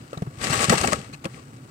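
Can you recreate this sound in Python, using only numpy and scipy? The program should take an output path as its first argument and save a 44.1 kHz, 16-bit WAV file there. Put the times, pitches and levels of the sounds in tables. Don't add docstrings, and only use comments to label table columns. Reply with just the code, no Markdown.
import sys
import numpy as np
from scipy import signal
from scipy.fft import rfft, irfft, next_fast_len
from scipy.io import wavfile

SR = 44100
rng = np.random.default_rng(int(sys.argv[2]) if len(sys.argv) > 2 else 0)


def magnitude_from_level(level_db):
    exponent = np.asarray(level_db, float) / 20
    return 10 ** exponent


def persist_wave(psi):
    counts = np.round(np.clip(psi, -1, 1) * 32767).astype(np.int16)
    wavfile.write(sys.argv[1], SR, np.atleast_2d(counts).T)


N = 74970

# start_s, peak_db, length_s, dull_part_db, left_right_db
CLUMP_CRUSHES = [(0.131, -45, .008, 15, 3), (0.173, -36, 0.0078, 3.5, 3), (0.2204, -31.5, .005, 0.5, 2),
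                 (0.263, -46, 0.0045, 12.5, -3), (0.435, -25, 0.0054, -18, -2),
                 (0.531, -16.5, 0.013, -1.5, 4), (0.597, -22, 0.011, -1, 10), (0.62, -15.5, 0.011, -6, 8),
                 (.637, -23, .014, -6, -3), (0.68, -28, 0.0056, -7, 4), (.695, -6.5, 0.0076, -8, 12),
                 (0.706, -16, 0.023, -8, 7.5), (0.721, -17, 0.015, 7, 6), (0.773, -19, 0.016, -21, 13),
                 (.788, -30, 0.009, -12, 12), (0.834, -23, .014, 7, 11), (0.871, -20, 0.019, 1.5, 8),
                 (0.919, -22, 0.013, 3.5, 14), (1.128, -33, 0.023, -10, 3), (1.24, -35.5, .004, 6.5, 10),
                 (1.2552, -31.5, 0.0067, 0, -6)]
# start_s, peak_db, pitch_hz, left_right_db
FLAKE_SNAPS = [(0.1313, -30.5, 2490, 4), (.1745, -31, 3900, 0), (0.176, -43, 3900, 3),
               (.2215, -32, 1940, 4), (.269, -45, 1200, 3), (0.372, -40, 2670, 2), (0.415, -27, 2820, -4),
               (.4412, -12, 4500, 11), (.4465, -15, 2600, 11), (.470, -11, 2500, 7), (.481, -20, 8000, 10),
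               (.5935, -14, 2600, 12), (.6955, -6, 5500, 13), (.7405, -11, 7500, 6), (.7805, -9, 5000, 12),
               (.8125, -7, 6500, 11), (.874, -7, 6500, 10), (.914, -21, 6000, 11), (.922, -17, 6500, 11),
               (.9315, -8, 6500, 13), (.931, -13, 2200, 14), (.991, -31, 5500, 12), (1.015, -28, 2400, 10),
               (1.132, -44, 2720, 3), (1.182, -51, 5000, -8), (1.245, -21.5, 2600, 7),
               (1.2545, -17.5, 2580, 9), (1.344, -34, 2070, 6), (1.438, -48, 2500, 2),
               (1.515, -50, 6000, -3), (1.569, -39.5, 7000, 3)]
# frequency_hz, left_over_right_db
PORT_BALANCE = [(250, 2), (500, 3), (1000, 7), (2000, 10.5), (5000, 12), (9000, 4), (15000, 3)]
CRUSH_DB = -11.5
SNAP_TAIL_S = 0.003


def rms_one(x):
    return x / np.sqrt(np.mean(x ** 2) + 1e-20)


def at_hz(points, hz):
    curve_hz, curve_db = np.transpose(points)
    return np.interp(np.log(hz), np.log(curve_hz), curve_db)


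def bump(hz, centre_hz, width_hz, db):
    return db / (1 + ((hz - centre_hz) / width_hz * 2) ** 2)


def drift(rate_hz):
    r = np.exp(-2 * np.pi * rate_hz / SR)
    noise = rng.standard_normal(N + SR)
    return rms_one(signal.lfilter([1], [1, -2 * r, r * r], noise)[SR:])


def colour(x, db_at):
    size = next_fast_len(N + 8192)
    hz = np.arange(4097) * SR / 8192 + 1
    cepstrum = irfft(np.log(magnitude_from_level(db_at(hz))))
    cepstrum[1:4096] *= 2
    cepstrum[4097:] = 0
    impulse = irfft(np.exp(rfft(cepstrum)))
    return irfft(rfft(x, size) * rfft(impulse, size), size)[..., :N]


def left_late(x):
    return np.array([np.roll(x[0], 16), x[1]])


def stereo(mid, side, db_at):
    # frequency_hz, likeness (1 = the same)
    port_likeness = [(60, 0.76), (150, 0.99), (300, 1), (600, 0.93), (900, 0.78), (1500, 0.5), (3000, 0.12),
                     (6000, 0.041)]

    def alike(hz):
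        return np.clip(at_hz(port_likeness, hz), -.98, .98)

    mid = colour(mid, lambda hz: db_at(hz) + 10 * np.log10(1 + alike(hz)))
    side = colour(side, lambda hz: db_at(hz) + 10 * np.log10(1 - alike(hz)))
    return rms_one(left_late([mid + side, mid - side]))


def panned(left_right_db):
    return magnitude_from_level(np.array([[.5], [-.5]]) * left_right_db)


def burst(start_s, length_s, rise_s, fall_s):
    t = np.arange(N) / SR - start_s
    return np.clip(t / rise_s, 0, 1) * np.exp(-np.maximum(t - length_s, 0) / fall_s)


def wall(hz):
    # pitch_hz, width_hz, level_db
    wall_modes = [(511, 38, -1), (794, 46, 7), (1008, 40, -4.5), (1135.4, 82, 10), (1286, 177, 8.5),
                  (1643, 70, 8.5), (1924, 340, 6), (2212, 160, 3), (2330, 13, 1.5), (2651, 110, 4),
                  (4100, 2300, 4.5)]
    return sum(bump(hz, *mode) for mode in wall_modes)


def ports(x, db_at):
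    def tilt(hz):
        return at_hz(PORT_BALANCE, hz) / 2

    def port_peak(hz):
        return bump(hz, centre_hz=8150, width_hz=1900, db=9)

    left = colour(x[0], lambda hz: db_at(hz) + tilt(hz) + port_peak(hz))
    right = colour(x[1], lambda hz: db_at(hz) - tilt(hz))
    return np.array([left, right])


def grains():
    grains_per_s, spread_db, biggest_grain = 4000, 4.5, 2.5
    smooth_share = .35
    patch_db, patch_hz = 3.2, 30
    sizes = np.minimum(rng.exponential(1, N), biggest_grain)
    clicks = magnitude_from_level(spread_db * sizes) * rng.choice([-1, 1], N)
    clicks *= rng.random(N) < grains_per_s / SR
    pitches = np.geomspace(250, 14000, 12)
    dealt = rng.integers(0, 12, N)
    hiss_gain = np.std(clicks) * np.sqrt(smooth_share / (1 - smooth_share) / len(pitches))
    hiss = rng.standard_normal((2, N)) * hiss_gain
    rings = 0
    for k, hz in enumerate(pitches):
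        b, a = signal.butter(1, [hz / 1.68, hz * 1.47], "band", fs=SR)
        ring = signal.lfilter(b, a, clicks * (dealt == k) + hiss[k % 2])
        rings = rings + ring * magnitude_from_level(patch_db * drift(patch_hz))
    return rms_one(rings)


def even_grains():
    return stereo(grains(), grains(), lambda hz: 0 * hz)


def hum():
    # frequency_hz, density_db
    room_curve = [(15, -68), (25, -47), (123, -2.5), (167, -28), (248, 0), (356, -12.5), (575, -37.5),
                  (648, -19), (1500, -14.5), (1950, -55), (3300, -120)]
    # pitch_hz, width_hz, level_db
    room_tones = [(124.6, 44, -47.5), (267, 23, -61.5), (290, 32, -60.5)]
    out = magnitude_from_level(-53.5) * stereo(*rng.standard_normal((2, N)), lambda hz: at_hz(room_curve, hz))
    for hz, width_hz, db in room_tones:
        b, a = signal.iirpeak(hz, hz / width_hz, SR)
        tone = signal.lfilter(b, a, rng.standard_normal(N + SR))
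        tone = signal.lfilter(b, a, tone)[SR:]
        out = out + magnitude_from_level(db) * rms_one(tone)
    return out


def rumble(slide_db):
    # frequency_hz, density_db
    rumble_curve = [(25, -16.5), (70, -3), (160, -6.5), (240, -0.5), (300, -9.5), (500, -7.5), (800, -19),
                    (1500, -66.5)]
    low = stereo(*rng.standard_normal((2, N)), lambda hz: at_hz(rumble_curve, hz))
    follow_db = 0.78 * np.minimum(slide_db + 38.5, 0)
    lumps_db = 2.2 * drift(24)
    return low * panned(1) * magnitude_from_level(-35.5 + follow_db + lumps_db)


def crackle(slide_db):
    # frequency_hz, density_db
    crackle_curve = [(250, -8.5), (500, -2), (1500, -8), (2900, -6.5), (3400, -12.5), (8500, -10.5),
                     (10800, -19.5), (16000, -25.5)]
    slide_trim_db, flicker_db, flicker_hz = 2.5, 1.2, 60
    spray_rise_s = .0002

    def shape(hz):
        return at_hz(crackle_curve, hz) + wall(hz)

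    heap = even_grains()
    heap = heap / np.std(ports(heap, shape).mean(axis=0))
    flicker = flicker_db * drift(flicker_hz)
    power = magnitude_from_level(slide_db + slide_trim_db + flicker) ** 2 * np.ones((2, 1))
    usual_pan = at_hz(PORT_BALANCE, 3600)
    for start_s, db, length_s, _, pan_db in CLUMP_CRUSHES:
        crush = burst(start_s, length_s, rise_s=.0005, fall_s=.0025)
        power = power + (magnitude_from_level(db + CRUSH_DB) * panned(pan_db - usual_pan) * crush) ** 2
    for start_s, db, _, pan_db in FLAKE_SNAPS:
        spray = magnitude_from_level(-17) * burst(start_s, 0.0015, spray_rise_s, 0.00084)
        spray += magnitude_from_level(-24) * burst(start_s, 0.002, spray_rise_s, SNAP_TAIL_S)
        power = power + (magnitude_from_level(db) * panned(pan_db - usual_pan) * spray) ** 2
    return ports(heap * np.sqrt(power), shape)


def rubs():
    # start_s, length_s, level_db, pitch_hz
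    wall_rubs = [(0.129, 0.025, -44.5, 1276), (0.142, 0.0055, -57, 1800), (0.173, 0.0056, -48, 3960),
                 (0.172, 0.005, -41, 700), (0.224, 0.0042, -40.5, 734), (.222, .006, -36, 400),
                 (.441, 0.0035, -32, 4450), (.775, 0.016, -33.5, 2760), (0.87, 0.0028, -30, 7700),
                 (0.537, 0.022, -34, 7840), (0.597, .014, -36, 1133), (0.632, 0.0094, -37, 1210),
                 (0.695, 0.0097, -28, 1860), (0.732, 0.0094, -21.5, 817), (0.838, 0.0076, -28, 590),
                 (.842, 0.0056, -21.5, 777), (0.833, 0.012, -30.5, 1285), (.837, .009, -33, 2700),
                 (1.37, .03, -56, 1130), (0.92, .006, -28, 1100), (0.928, 0.014, -28.5, 1310),
                 (0.87, .016, -30, 415), (0.925, 0.013, -28, 586), (1.132, 0.013, -49, 4250),
                 (1.143, 0.0055, -43, 2600), (1.131, .010, -51, 2500), (1.132, 0.012, -54, 6200),
                 (1.14, 0.011, -53, 1680), (1.252, 0.0015, -32.5, 2610), (1.25, .018, -36, 334),
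                 (1.251, 0.011, -43, 1050), (1.253, 0.012, -50, 1650), (1.269, 0.0028, -52, 3000)]
    out = 0
    grit = rng.standard_normal((2, N)) * magnitude_from_level(2.0 * rng.standard_normal(N))
    grit[1] = 0.55 * grit[0] + 0.9 * grit[1]
    for start_s, length_s, db, hz in wall_rubs:
        b, a = signal.iirpeak(hz, 10.1, SR)
        band = signal.lfilter(b, a, signal.lfilter(b, a, grit))
        shape = burst(start_s, length_s, rise_s=.001, fall_s=.002)
        loudness = np.sqrt(np.sum((band * shape) ** 2) / np.sum(shape ** 2) / 2)
        out = out + magnitude_from_level(db) * panned(at_hz(PORT_BALANCE, hz)) * shape * band / loudness
    return left_late(out)


def thumps():
    # start_s, peak_db, pitch_hz, t60_s
    tub_thumps = [(0.13, -19, 526, 0.018), (.172, -20, 148, 0.047), (.2205, -12.5, 170, 0.039),
                  (0.27, -22.5, 138.8, 0.084), (0.376, -27.5, 110, 0.042), (0.501, -14, 140, 0.051),
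                  (0.521, -22, 253, 0.069), (0.574, -24, 118, 0.091), (0.629, -45, 290, 0.038),
                  (0.684, -12.5, 147, 0.047), (0.702, -6, 195, 0.046), (.716, -16, 239, 0.078),
                  (.725, -14, 496, 0.041), (0.731, -22.5, 316, 0.043), (0.735, -17, 144, 0.075),
                  (0.765, -22, 164, 0.072), (0.803, -22, 91, 0.072), (.829, -23, 195, 0.04),
                  (.851, -18, 187, 0.052), (0.86, -20.5, 230, 0.047), (.882, -14.5, 210, 0.028),
                  (0.925, -17.5, 177, 0.045), (0.988, -27.5, 200, 0.058), (1.132, -34, 155, 0.083),
                  (1.249, -29.5, 191, 0.078), (1.255, -22.5, 542.5, 0.046), (1.2563, -18, 196, 0.04),
                  (1.345, -35, 148, 0.086)]
    rise_cycles, overtone, overtone_db = 0.32, 2.73, -8.5
    contact_hz = 1340
    out, t = np.zeros(N + SR), np.arange(SR // 2) / SR
    for start_s, db, hz, t60_s in tub_thumps:
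        ring = np.sin(2 * np.pi * hz * t) * magnitude_from_level(-60 * t / t60_s)
        ring *= 1 - np.exp(-t * hz / rise_cycles)
        upper = np.sin(2 * np.pi * hz * overtone * t) * magnitude_from_level(-60 * t * overtone / t60_s)
        ring += magnitude_from_level(overtone_db) * upper
        i = int(start_s * SR)
        out[i:i + len(t)] += magnitude_from_level(db + 1.5) * ring
    soft = signal.lfilter(*signal.butter(2, contact_hz, fs=SR), out[:N])
    return left_late(soft * panned(1.5))


def dull_crush():
    # frequency_hz, density_db
    boxy_curve = [(120, -18), (250, 7), (500, 10), (900, 1.5), (1400, -1), (2200, -10), (4000, -18)]

    def shape(hz):
        return at_hz(boxy_curve, hz) + wall(hz)

    body = even_grains()
    gain = 0
    for start_s, db, length_s, dull_db, _ in CLUMP_CRUSHES:
        rattle = burst(start_s, length_s, rise_s=0.0033, fall_s=0.015)
        gain = gain + magnitude_from_level(db + dull_db + CRUSH_DB) * rattle
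    return colour(body * gain, shape) / np.std(colour(body, shape)) * panned(5.6)


def snaps():
    ring_q, scratch_db, trim_db = 2.5, -14, -1
    port_cut_hz = 9500
    out, t = np.zeros((2, N + 1000)), np.arange(1000) / SR
    for start_s, db, hz, pan_db in FLAKE_SNAPS:
        noise = rng.standard_normal((2, len(t)))
        width = np.pi * hz / ring_q / SR
        scratch = magnitude_from_level(scratch_db) * noise * np.exp(-t / SNAP_TAIL_S) / np.sqrt(width)
        click = (t == 0) / width / 2
        ring = signal.lfilter(*signal.iirpeak(hz, ring_q, SR), scratch + click)
        i = int(start_s * SR)
        out[:, i:i + len(t)] += magnitude_from_level(db + trim_db) * panned(pan_db) * ring
    top_cut = signal.butter(4, port_cut_hz, fs=SR, output="sos")
    return signal.sosfilt(top_cut, left_late(out[:, :N]))


def scene():
    # time_s, level_db
    slide_curve = [(0, -59), (0.301, -61.5), (0.364, -57), (.405, -46), (0.432, -34.5), (0.501, -33.5),
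                   (0.539, -28.5), (.575, -32), (0.644, -27), (0.671, -37.5), (.76, -33.5), (0.822, -34),
                   (.86, -34.5), (.95, -42), (1.08, -56), (1.21, -64), (1.37, -54.5), (1.46, -62),
                   (1.7, -62)]
    slide_db = np.interp(np.arange(N) / SR, *np.transpose(slide_curve))
    dry_flakes = crackle(slide_db) + snaps()
    tub_wall = rubs() + dull_crush() + thumps()
    return dry_flakes + tub_wall + rumble(slide_db) + hum()


def roll_off(x):
    return signal.sosfilt(signal.butter(12, 16820, fs=SR, output="sos"), x)


def record(dry):
    hiss = rng.standard_normal(dry.shape)
    hiss = signal.lfilter(*signal.butter(1, 3000, "high", fs=SR), hiss)
    low_cut = signal.butter(2, 52, "high", fs=SR, output="sos")
    x = signal.sosfilt(low_cut, dry) + magnitude_from_level(-66) * hiss
    x = 1.238 * np.tanh(x / 1.103)
    top_cut = signal.cheby2(12, 60, 16900, fs=SR, output="sos")
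    return roll_off(signal.sosfilt(top_cut, x))


dry = scene()
out = record(dry)
persist_wave(out)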